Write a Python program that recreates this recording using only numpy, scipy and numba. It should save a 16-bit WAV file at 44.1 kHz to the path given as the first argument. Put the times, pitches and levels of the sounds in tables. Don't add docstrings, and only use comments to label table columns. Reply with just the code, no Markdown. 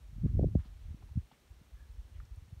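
import sys
import numpy as np
from scipy import signal
from scipy.fft import rfft, irfft
from scipy.io import wavfile
from scipy.ndimage import uniform_filter1d
from numba import njit

SR = 44100
rng = np.random.default_rng(int(sys.argv[2]) if len(sys.argv) > 2 else 0)


def wav_record(signal):
    frames = np.transpose(np.atleast_2d(signal))
    bounded = np.clip(frames, -1, 1)
    quanta = np.round(bounded * 32767).astype(np.int16)
    wavfile.write(sys.argv[1], SR, quanta)


N = 114660


def undb(db):
    return 10 ** (np.asarray(db) / 20)


def unit(x):
    return x / np.sqrt(np.mean(x ** 2))


def smooth(x, seconds):
    size = max(int(seconds * SR), 1)
    return uniform_filter1d(uniform_filter1d(x, size), size)


@njit
def lowpass(x, hz):
    y, band_state, low_state = np.empty(len(x)), 0., 0.
    for i in range(len(x)):
        gain = np.tan(np.pi * hz[i] / SR)
        band = (band_state + gain * (x[i] - low_state)) / (1 + gain * (gain + np.sqrt(2.)))
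        y[i] = low_state + gain * band
        band_state, low_state = 2 * band - band_state, 2 * y[i] - low_state
    return y


def band_noise(hz, octaves):
    edges = np.minimum(hz * 2 ** (np.array([-.5, .5]) * octaves), SR / 2 - 100)
    band = signal.butter(2, edges, "band", fs=SR, output="sos")
    return unit(signal.sosfilt(band, rng.standard_normal(N)))


def hiss():
    # frequency in Hz, relative spectral density in dB.
    spectrum = [(30, -14.5), (120, 7), (300, 0.5), (600, -4), (1300, -7), (2200, -8.5), (4300, -11.5),
                (4950, -16), (5450, -12.5), (7600, -17), (8900, -16), (9900, -18.5), (10400, -23),
                (11200, -18.5), (15500, -22.5)]
    hz, db = np.array(spectrum).T
    bin_hz = np.maximum(np.fft.rfftfreq(N, 1 / SR), 1)
    gain = undb(np.interp(np.log(bin_hz), np.log(hz), db))
    noise = irfft(rfft(rng.standard_normal(N)) * gain, N)
    return undb(-69) * unit(noise)


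def chirp(t):
    peak_s, half_length_s = 1.805, 0.042
    swell = np.exp(-((t - peak_s) / half_length_s) ** 2)
    return undb(-72.5) * swell * band_noise(hz=1690, octaves=0.11)


def scuffs_and_rustles(t):
    # centre time in seconds, half-length in seconds, level in dB, centre frequency in Hz.
    swells = [(0.274, 0.026, -72.5, 1204), (0.602, 0.02, -67, 1160), (0.608, 0.017, -73.5, 2470),
              (0.659, 0.025, -74, 3400), (0.662, .03, -71, 1070), (0.853, 0.26, -81, 2620),
              (1.023, 0.084, -70, 250), (1.34, 0.016, -72, 2140), (2.09, .02, -70.5, 277),
              (2.163, 0.033, -74, 2310)]
    flicker_db = 2.5
    out = np.zeros(N)
    for at, half_length, db, hz in swells:
        noise = band_noise(hz, octaves=1)
        flicker = unit(smooth(rng.standard_normal(N), seconds=0.0017))
        texture = unit(noise * undb(flicker_db * flicker))
        swell = np.exp(-((t - at) / half_length) ** 2)
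        out += undb(db) * swell * texture
    return out


def clicks(t):
    # start in seconds, peak in dB, pitch in Hz, decay time in seconds.
    impacts = [(1.021, -57.5, 850, .006), (1.088, -60, 900, 0.0046), (1.314, -52, 873, 0.0051),
               (1.322, -56.5, 190, 0.011), (1.315, -59.5, 3500, 0.0055), (1.338, -65.5, 1060, 0.0017),
               (2.2, -51.5, 1390, .004), (2.25, -62, 5640, 0.005), (2.358, -65.5, 8600, 0.004)]
    attack_s, ring_gain = .0025, 0.88
    out = np.zeros(N)
    for at, db, hz, decay in impacts:
        age = np.maximum(t - at, 0)
        snap = band_noise(hz, octaves=0.76)
        ring = ring_gain * np.sin(2 * np.pi * hz * age)
        envelope = np.minimum(age / attack_s, 1) * np.exp(-age / decay)
        click = envelope * (snap + ring)
        out += undb(db) * click / np.abs(click).max()
    return out


def port(pressure):
    low_hz, top_hz = 34, 686
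    ring_hz, ring_q = 54.3, 0.87
    low_cut = signal.butter(5, low_hz, "high", fs=SR, output="sos")
    top_cut = signal.butter(7, top_hz, fs=SR, output="sos")
    omega = 2 * np.pi * ring_hz
    resonance = signal.tf2sos(*signal.bilinear([1, 0, 0], [1, omega / ring_q, omega ** 2], SR))
    return signal.sosfilt(np.vstack([low_cut, resonance, top_cut]), pressure)


def buffets(t):
    # centre time in seconds, peak in dB, half-length in milliseconds.
    strikes = [(0.127, -42, 2.95), (0.183, -38, 2), (.241, -20.5, 2.43), (.2605, -25, 1.09),
               (.2615, -30.5, 1.22), (0.359, -27, 10), (0.3933, -22, 0.56), (.396, -23.5, 1.6),
               (0.412, -31.5, 0.71), (0.426, -19.5, 2.13), (0.4327, -31.5, 0.38), (.4425, -19, 0.79),
               (0.467, -28.5, 1.86), (0.485, -41.5, 1.03), (0.552, -25.5, 0.58), (0.555, -15, 1.85),
               (0.569, -27.5, 4.8), (0.6, -37.5, 5.7), (.657, -47, 1.7), (0.891, -48, 2.1),
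               (.944, -39.5, 1.76), (1.035, -40.5, 4.2), (1.111, -42.5, 3.6), (1.158, -29, 2.94),
               (1.1735, -23, 2.16), (1.183, -28.5, 4.3), (1.507, -45, 4.6), (1.564, -54.5, 6.1),
               (1.615, -51, 1.8), (1.733, -43.5, 6.5), (1.805, -44.5, 5.5), (1.896, -47, 6.9),
               (1.941, -50, 5.9), (1.982, -36.5, 7.1), (2.048, -46, 5.2), (2.119, -44.5, 4.8),
               (2.156, -39, 5.3), (2.183, -38, 5.9), (2.23, -42, 3.84), (2.313, -38.5, 6.6),
               (2.377, -40, 4.46), (2.422, -46.5, 3.2), (2.482, -51, 2.67), (2.527, -37, 3.12),
               (2.571, -41.5, 4.2)]
    out = np.zeros(N)
    for at, db, half_ms in strikes:
        near = np.abs(t - at) < .2
        passage = (t[near] - at) * 1000 / half_ms
        pulse = -passage * np.exp(-passage ** 2)
        thump = port(pulse + 1e-18)
        out[near] += undb(db) * thump / np.abs(thump).max()
    return out


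def eddies(corner_hz):
    steadiness = 0.51
    turbulence = lowpass(lowpass(rng.standard_normal(N), corner_hz), corner_hz)
    pressure = unit(port(turbulence))
    local_power = smooth(pressure ** 2, seconds=0.038) + 1e-9
    return unit(pressure / local_power ** (steadiness / 2))


def wind(t):
    # time in seconds, level of the large eddies in dB.
    gust = [(0, -51.5), (.11, -50), (.16, -42), (.205, -43), (.245, -29.5), (.29, -38), (.36, -33),
            (.455, -31), (.5, -38), (.545, -38.5), (.595, -36.5), (.635, -58.5), (.7, -44.5), (.78, -53.5),
            (.91, -40.5), (.98, -58), (1.14, -49.5), (1.23, -51.5), (1.3, -77.5), (1.49, -64.5),
            (1.56, -62), (1.68, -64), (1.8, -53), (1.95, -56), (2.08, -68), (2.19, -46), (2.28, -59),
            (2.45, -56.5), (2.6, -67)]
    calm_db, calm_hz, db_per_octave = -44.5, 66, 10
    fine_calm_db, fine_db_per_db, fine_hz_ratio = -22.5, 0.31, 1.72
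    db = np.interp(t, *np.array(gust).T)
    rise_db = np.maximum(db - calm_db, 0)
    corner_hz = calm_hz * 2 ** (rise_db / db_per_octave)
    large = eddies(corner_hz)
    fine = undb(fine_calm_db + fine_db_per_db * rise_db) * eddies(fine_hz_ratio * corner_hz)
    return undb(db) * (large + fine)


def scene():
    t = np.arange(N) / SR
    return (wind(t) + buffets(t) + hiss() + scuffs_and_rustles(t) + clicks(t) + chirp(t))[None]


def record(dry):
    top_hz = 15700
    top_cut = signal.ellip(12, rp=.1, rs=70, Wn=top_hz, fs=SR, output="sos")
    return signal.sosfilt(top_cut, dry)


dry = scene()
out = record(dry)
wav_record(out)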